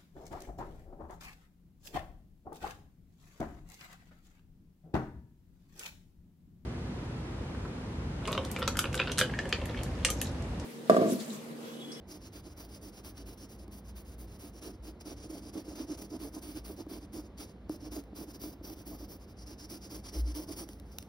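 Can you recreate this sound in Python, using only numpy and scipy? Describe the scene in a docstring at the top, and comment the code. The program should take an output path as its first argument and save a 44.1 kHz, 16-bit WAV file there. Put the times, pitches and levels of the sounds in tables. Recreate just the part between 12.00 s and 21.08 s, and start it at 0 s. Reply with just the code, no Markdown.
"""A quiet room, a phone close above a pencil and paper on a hollow board; a low room resonance hums.
From the start the pencil shades in quick back-and-forth strokes: the lead hisses over the paper's
tooth and shakes the board. Now and then the tip ticks as it lands or lifts, knocking hardest at 5.7 s.
Just after 8 s the room booms once under a soft thump and the last strokes grow louder.
Around 9 s the hand brushes the sheet as it leaves, among a few last ticks."""
import sys
import numpy as np
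from scipy import signal
from scipy.fft import rfft, irfft, next_fast_len
from scipy.io import wavfile
from scipy.ndimage import uniform_filter1d

SR = 44100
rng = np.random.default_rng(int(sys.argv[2]) if len(sys.argv) > 2 else 0)


def log_audio(samples):
    """Write samples as a 16-bit WAV file to the path given in sys.argv[1]."""
    # one column per channel
    frames = np.atleast_2d(samples).T
    # limit to full scale, then quantise
    limited = np.clip(frames, -1, 1)
    pcm = np.round(limited * 32767).astype(np.int16)
    wavfile.write(sys.argv[1], SR, pcm)


N = 400428
FFT_SIZE = next_fast_len(N)
BIN_HZ = np.arange(FFT_SIZE // 2 + 1) * SR / FFT_SIZE
DOWN, UP = "down", "up"


def strokes(release_ms=5.6, hiss_arch_db=2.5, board_arch_db=6):
    """Hiss gain, board gain, brightness in dB: the tip bites, runs fastest mid-stroke, stops to turn."""
    # the shading: (start [s], length [s], hiss level [dB], direction)
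    shading = [(0.08, 0.099, -52, DOWN), (0.214, 0.073, -54, UP), (0.328, 0.079, -52, DOWN),
               (0.436, 0.051, -55, UP), (0.494, 0.041, -57.5, UP), (0.57, 0.099, -53, DOWN),
               (0.688, 0.091, -53.5, UP), (0.818, 0.087, -52, DOWN), (0.926, 0.085, -54.5, UP),
               (1.041, 0.076, -51.5, DOWN), (1.15, 0.084, -56, UP), (1.262, 0.085, -53.5, DOWN),
               (1.376, 0.086, -54, UP), (1.493, 0.075, -55, DOWN), (1.581, 0.063, -58.5, UP),
               (1.715, 0.088, -54.5, DOWN), (1.847, 0.068, -56.5, UP), (1.958, 0.067, -54.5, DOWN),
               (2.051, 0.1, -57, UP), (2.183, 0.074, -54.5, DOWN), (2.274, 0.099, -58.5, UP),
               (2.392, 0.11, -54.5, DOWN), (2.53, 0.069, -59, UP), (2.618, 0.1, -50, DOWN),
               (2.728, 0.033, -62.5, UP), (2.833, 0.082, -53, DOWN), (3.005, 0.018, -51.5, UP),
               (3.054, 0.086, -51.5, DOWN), (3.166, 0.11, -57, UP), (3.295, 0.11, -53, DOWN),
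               (3.418, 0.087, -55.5, UP), (3.533, 0.092, -51.5, DOWN), (3.648, 0.092, -53.5, UP),
               (3.754, 0.098, -51, DOWN), (3.873, 0.084, -51.5, UP), (3.975, 0.091, -52.5, DOWN),
               (4.097, 0.077, -53, UP), (4.195, 0.1, -52, DOWN), (4.325, 0.069, -51.5, UP),
               (4.421, 0.11, -50.5, DOWN), (4.541, 0.059, -52, UP), (4.646, 0.1, -53, DOWN),
               (4.764, 0.064, -52.5, UP), (4.891, 0.1, -52, DOWN), (5.008, 0.049, -58, UP),
               (5.132, 0.082, -50, DOWN), (5.219, 0.057, -62.5, UP), (5.379, 0.078, -50.5, DOWN),
               (5.47, 0.053, -63.5, UP), (5.698, 0.07, -52.5, DOWN), (5.801, 0.088, -55.6, UP),
               (5.915, 0.098, -49.5, DOWN), (6.156, 0.093, -49, DOWN), (6.273, 0.047, -53, UP),
               (6.333, 0.038, -54, UP), (6.403, 0.11, -50.5, DOWN), (6.518, 0.023, -54.5, UP),
               (6.633, 0.11, -52.5, DOWN), (6.758, 0.072, -56, UP), (6.86, 0.11, -52, DOWN),
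               (6.98, 0.077, -56, UP), (7.086, 0.084, -53, DOWN), (7.197, 0.054, -61, UP),
               (7.275, 0.06, -63.5, DOWN), (7.37, 0.072, -59, UP), (7.468, 0.077, -52.5, DOWN),
               (7.582, 0.079, -54, UP), (7.694, 0.088, -51, DOWN), (7.815, 0.066, -53.5, UP),
               (7.904, 0.1, -49.5, DOWN), (8.037, 0.07, -52, UP), (8.127, 0.093, -49, DOWN),
               (8.241, 0.083, -53.7, UP), (8.348, 0.1, -46, DOWN), (8.475, 0.067, -48, UP),
               (8.564, 0.083, -45.5, DOWN)]
    # downstrokes bite and fade, upstrokes are duller and swell:
    # (brightness [dB], swell from middle to end [dB], attack [ms], board level [dB])
    directions = {DOWN: (1, -2.5, 5.5, 0.5), UP: (-3.5, 2, 5.5, -0.5)}
    # the hand's travel over the sheet: (time [s], board over hiss [dB], brightness [dB])
    travel = [(0.1, -1.5, -4.5), (1.5, -1.5, -2), (1.75, -12, -1.5), (2.1, -4, -0.5), (2.3, 0.5, -1),
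              (2.7, 4, -6), (3.2, 6.5, -7), (4.1, 9.5, -3.5), (4.4, 3, -1), (4.8, 9, -1.5), (5.4, 3.5, -5),
              (5.7, 6, -4.5), (6.3, 4, 0), (6.65, 7, 1.5), (7.1, 2, 5), (7.4, 0, -7.5), (7.8, -1.5, -2.5),
              (8.2, 3, -3.5), (8.6, 2, -1.5)]
    times, board_curve, bright_curve = np.transpose(travel)
    hiss, shake, brightness = np.zeros((3, N))
    for start, length, hiss_db, way in shading:
        bright_db, swell_db, attack_ms, board_db = directions[way]
        board_db = board_db + hiss_db + np.interp(start, times, board_curve)
        bright_db = bright_db + np.interp(start, times, bright_curve)
        at = np.arange(int((start - .07) * SR), int((start + length + .07) * SR))
        ms = 1000 * (at / SR - start)
        along = np.clip(ms / (500 * length) - 1, -1, 1)  # -1 at the start, 1 at the end
        attack = 1 / (1 + 4 ** (-ms / attack_ms))
        edges = attack / (1 + 4 ** ((ms - 1000 * length) / release_ms))
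        gain = edges * undb(hiss_db + swell_db * along - hiss_arch_db * along ** 2)
        brightness[at] = np.where(gain > hiss[at], bright_db, brightness[at])  # the louder stroke wins
        hiss[at] += gain
        shake[at] += edges * undb(board_db + swell_db * along - board_arch_db * (along - .25) ** 2)
    return hiss, shake, uniform_filter1d(brightness, SR // 200)


def scratch(gain, bright_db, catch_db=2.2):
    """The lead hisses and catches on the paper; each band wavers a little as the tip turns."""
    # grip and worn tip colour the hiss: (time [s], rasp near 5 kHz [dB], sheen near 10 kHz [dB])
    grip = [(0, 0, -1), (2.4, -1.5, -1), (3.5, 0.5, 0.5), (5, 1, -0.5), (6, 2, -1.5), (7.1, 4.5, -4),
            (7.4, 5.5, 0), (8.6, 3.5, 1)]
    times, *columns = np.transpose(grip)
    rasp_db, sheen_db = (np.interp(np.arange(N) / SR, times, column) for column in columns)
    grit = level(shaft(tooth()), 0)
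    bands = split(grit, edges_hz=(4680, 6040, 7860, 11250), soft_hz=320)
    gains_db = (-.2 * bright_db, rasp_db - .5 * bright_db, -.4 * bright_db,
                sheen_db + .16 * bright_db, .71 * bright_db)
    hiss = sum(part * undb(db + 1.2 * walk(12)) for part, db in zip(bands, gains_db))
    return hiss * gain * undb(catch_db * walk(70))


def tooth(grain_db=1.97):
    """The paper's tooth: grains of uneven size, like fibres snapping under the lead."""
    # spectrum of lead on paper: (frequency [Hz], level [dB])
    spectrum = [(450, -1), (1200, -3), (2000, -7), (2900, -3), (3900, -5), (4800, -1), (7200, -9),
                (8600, -4), (10300, 0), (11300, -1.5), (12500, 1.5), (15800, -2)]
    grains = noise() * undb(grain_db * rng.exponential(1, N))
    return colour(level(grains, 0), spectrum)


def shaft(grit):
    """The pencil's own resonances, each waxing and waning as it turns in the fingers."""
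    # ring of lead and wood: (frequency [Hz], width [Hz], gain [dB])
    rings = [(4900, 190, -8.5), (5746, 500, 0.5), (6660, 170, 2.5)]
    return grit + sum(band(grit, hz, width) * undb(db + 3.5 * walk(7)) for hz, width, db in rings)


def board(push):
    """The hollow board rung by a force; neighbouring modes swing in opposite senses at the microphone."""
    # board modes: (frequency [Hz], gain [dB], time to fall 60 dB [s])
    modes = [(186, -24, .08), (305.6, 3.5, 0.074), (446, -1, 0.02), (605, -1, 0.014), (1175, -8.5, 0.0046)]
    ring = 0
    for order, (hz, db, t60) in enumerate(modes):
        pole = np.exp(2j * np.pi * hz / SR - np.log(1000) / (t60 * SR))
        ring = ring + (-1) ** order * undb(db) * signal.lfilter([1], [1, -pole], push).imag
    # the small board sends out no deep bass
    return signal.sosfilt(signal.butter(2, 170, "high", fs=SR, output="sos"), ring)


def ticks(crack_s=0.0011, tail_s=0.0072, tail_db=-22, push_s=0.00027, late_s=0.0019):
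    """The tip lands or lifts: a sharp crack with a papery tail, then a push that knocks the board."""
    # touches of the tip: (time [s], crack level [dB], push on the board [dB])
    touches = [(1.679, -57, -44.5), (3.0093, -48.5, -57), (4.8645, -64, -39), (5.694, -47, -28),
               (6.038, -59, -62), (6.1284, -74, -41.5), (6.4358, -47, -34), (6.6087, -73, -43.5),
               (8.6885, -44, -45), (8.732, -52, -58), (8.7981, -50, -55), (8.9846, -34, -73),
               (9.0257, -47, -51)]
    t = np.arange(SR // 20) / SR
    crack, push = np.zeros((2, N + len(t)))
    spike = (t / crack_s * np.exp(1 - t / crack_s)) ** 2
    tail = undb(tail_db) * np.exp(-t / tail_s) * (t > crack_s)
    blow = np.hanning(int(push_s * SR))
    for start, crack_db, push_db in touches:
        at, late = int(start * SR), int((start + late_s) * SR)
        crack[at:at + len(t)] += undb(crack_db) * (spike + tail)
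        push[late:late + len(blow)] += undb(push_db) * blow / blow.sum()
    snap = level(colour(noise(), [(1000, -8.0), (4000, -1.5), (8000, -2.5)]), 1.4)
    return crack[:N] * snap + board(push[:N])


def brushes():
    """Gain of the light rustle as the hand leaves the sheet: each brush swells and dies away."""
    # sweeps of the hand: (peak time [s], level [dB], rise [s], fall [s])
    sweeps = [(8.70, -55.5, .012, 0.037), (8.93, -63, 0.041, 0.079), (9.025, -65.5, 0.029, 0.0049)]
    t = np.arange(N) / SR
    return sum(undb(db) * np.exp(-np.abs(t - peak) / np.where(t < peak, rise, fall))
               for peak, db, rise, fall in sweeps)


def phone_echo(x, bright_db, lag_s=0.000833, sway=0.078, lean_per_db=.015, gain=0.15):
    """A reflection off the phone just above; its path drifts with the hand and shifts with each stroke."""
    lag = (lag_s * SR * (1 + sway * walk(2) + lean_per_db * bright_db)).astype(int)
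    reflected = x[:, np.maximum(np.arange(N) - lag, 0)]
    return (x + gain * reflected) / np.sqrt(1 + gain ** 2)


def thump():
    """A soft weight lands: the room's low resonance swells and dies within a few cycles."""
    # the boom: (start [s], peak level [dB], frequency [Hz], time to peak [s], abruptness [exponent])
    boom = (8.142, -25.8, 58.3, .075, 2.2)
    start, peak_db, hz, rise_s, abruptness = boom
    t = np.maximum(np.arange(N) / SR - start, 0)
    swell = (t / rise_s * np.exp(1 - t / rise_s)) ** abruptness
    return undb(peak_db) * swell * np.sin(2 * np.pi * hz * t)


def walls(x, t60_s=0.33, tail_db=-16):
    """The walls return a decaying tail, faint this close to the pencil."""
    t = np.arange(int(.6 * SR)) / SR
    tail = rng.standard_normal(len(t)) * undb(-60 * t / t60_s) * (t > .004)
    tail *= undb(tail_db) / np.sqrt(np.sum(tail ** 2))
    return signal.fftconvolve(x, tail[None], axes=1)[:, :N]


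def room_tone(air_db=-52):
    """Dull room noise with a few wavering low resonances."""
    # spectrum of the room's air: (frequency [Hz], level [dB])
    spectrum = [(25, -33), (42, -5), (70, 0.5), (100, -2.5), (146, -10.5), (195, -5.5), (300, -10),
                (470, -14.5), (920, -24), (2000, -34.5), (4000, -39), (8000, -54.5), (16000, -55)]
    # room resonances: (frequency [Hz], filter width [Hz], level [dB])
    resonances = [(55.74, 9.3, -54), (118.6, 2.2, -72), (198.6, 11.6, -64)]
    hum = sum(level(band(band(noise(), hz, width), hz, width), db) for hz, width, db in resonances)
    return level(colour(noise(), spectrum), air_db) + hum


def undb(db):
    """Gain of a level in dB."""
    return 10 ** (np.asarray(db) / 20)


def level(x, db):
    """Scale to an rms level."""
    return x * undb(db) / np.sqrt(np.mean(x ** 2))


def noise():
    """Two unrelated noises: the direct wave and what is scattered round the phone."""
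    return rng.standard_normal((2, N))


def walk(rate_hz):
    """Glide between random values, rate_hz of them a second; spread near 1."""
    hold = int(SR / rate_hz)
    steps = np.repeat(rng.standard_normal(N // hold + 1), hold)
    return uniform_filter1d(steps, hold)[:N]


def colour(x, points):
    """Filter by (frequency [Hz], gain [dB]) points."""
    hz, db = np.transpose(points)
    gain = undb(np.interp(np.log(np.maximum(BIN_HZ, 1)), np.log(hz), db))
    return irfft(rfft(x, FFT_SIZE) * gain, FFT_SIZE)[..., :N]


def band(x, hz, width_hz):
    """Two-pole resonance, gain 1 at the centre."""
    return signal.lfilter(*signal.iirpeak(hz, hz / width_hz, fs=SR), x)


def split(x, edges_hz, soft_hz):
    """Neighbouring bands that add up to the whole."""
    whole = rfft(x, FFT_SIZE)
    above = [1] + [.5 + .5 * np.tanh((BIN_HZ - edge) / soft_hz) for edge in edges_hz] + [0]
    return [irfft(whole * (a - b), FFT_SIZE)[..., :N] for a, b in zip(above, above[1:])]


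def scene():
    """Pencil up close, room behind it; row 0 is the direct wave, row 1 its scattered twin."""
    hiss_gain, board_gain, bright_db = strokes()
    friction = noise() * undb(2.96 * walk(45))
    shaken = level(board(friction), 2.02) * board_gain
    hiss = scratch(hiss_gain + brushes(), bright_db)
    pencil = phone_echo(hiss, bright_db) + shaken + ticks()
    return pencil + walls(pencil) + room_tone() + thump()


def record(dry, dwell=0.23, top_hz=15720):
    """The phone's two spaced microphones: lag turns the treble between mid and side; scatter widens it."""
    # the pair: (frequency [Hz], left phase lead [rad], left minus right [dB], likeness [0-1])
    ports = [(60, 0, 0, .9995), (300, 0, -2.6, .99), (800, -.1, -1.5, .87), (1500, -.3, 2, .85),
             (2000, -.3, -2, .6), (2500, -2.0, 0, .3), (3600, -1.6, -2.5, .3), (4900, 0, 0, .7),
             (7450, 3.14, 0, .7), (10400, 6.28, 0, .7), (13350, 9.42, 0, .7), (15900, 12.4, 0, .7)]
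    hz, *columns = np.transpose(ports)
    phase, pan_db, alike = (np.interp(BIN_HZ, hz, column) for column in columns)
    phase = phase - dwell * np.sin(2 * phase) / 2  # lingers near whole and half turns
    direct, scattered = rfft(dry, FFT_SIZE)
    diffuse = np.sqrt(1 - alike ** 2) * scattered
    below_treble = np.exp(-(BIN_HZ / 3500) ** 4)
    mid = np.cos(phase / 2) * direct
    side = 1j * np.sin(phase / 2) * (alike * direct + diffuse) + .72 * below_treble * diffuse
    left, right = (mid + side) * undb(pan_db / 2), (mid - side) * undb(-pan_db / 2)
    pair = irfft(np.array([left, right]), FFT_SIZE)[:, :N]
    return signal.sosfilt(signal.ellip(10, .2, 70, top_hz, fs=SR, output="sos"), pair)


dry = scene()
out = record(dry)
log_audio(out)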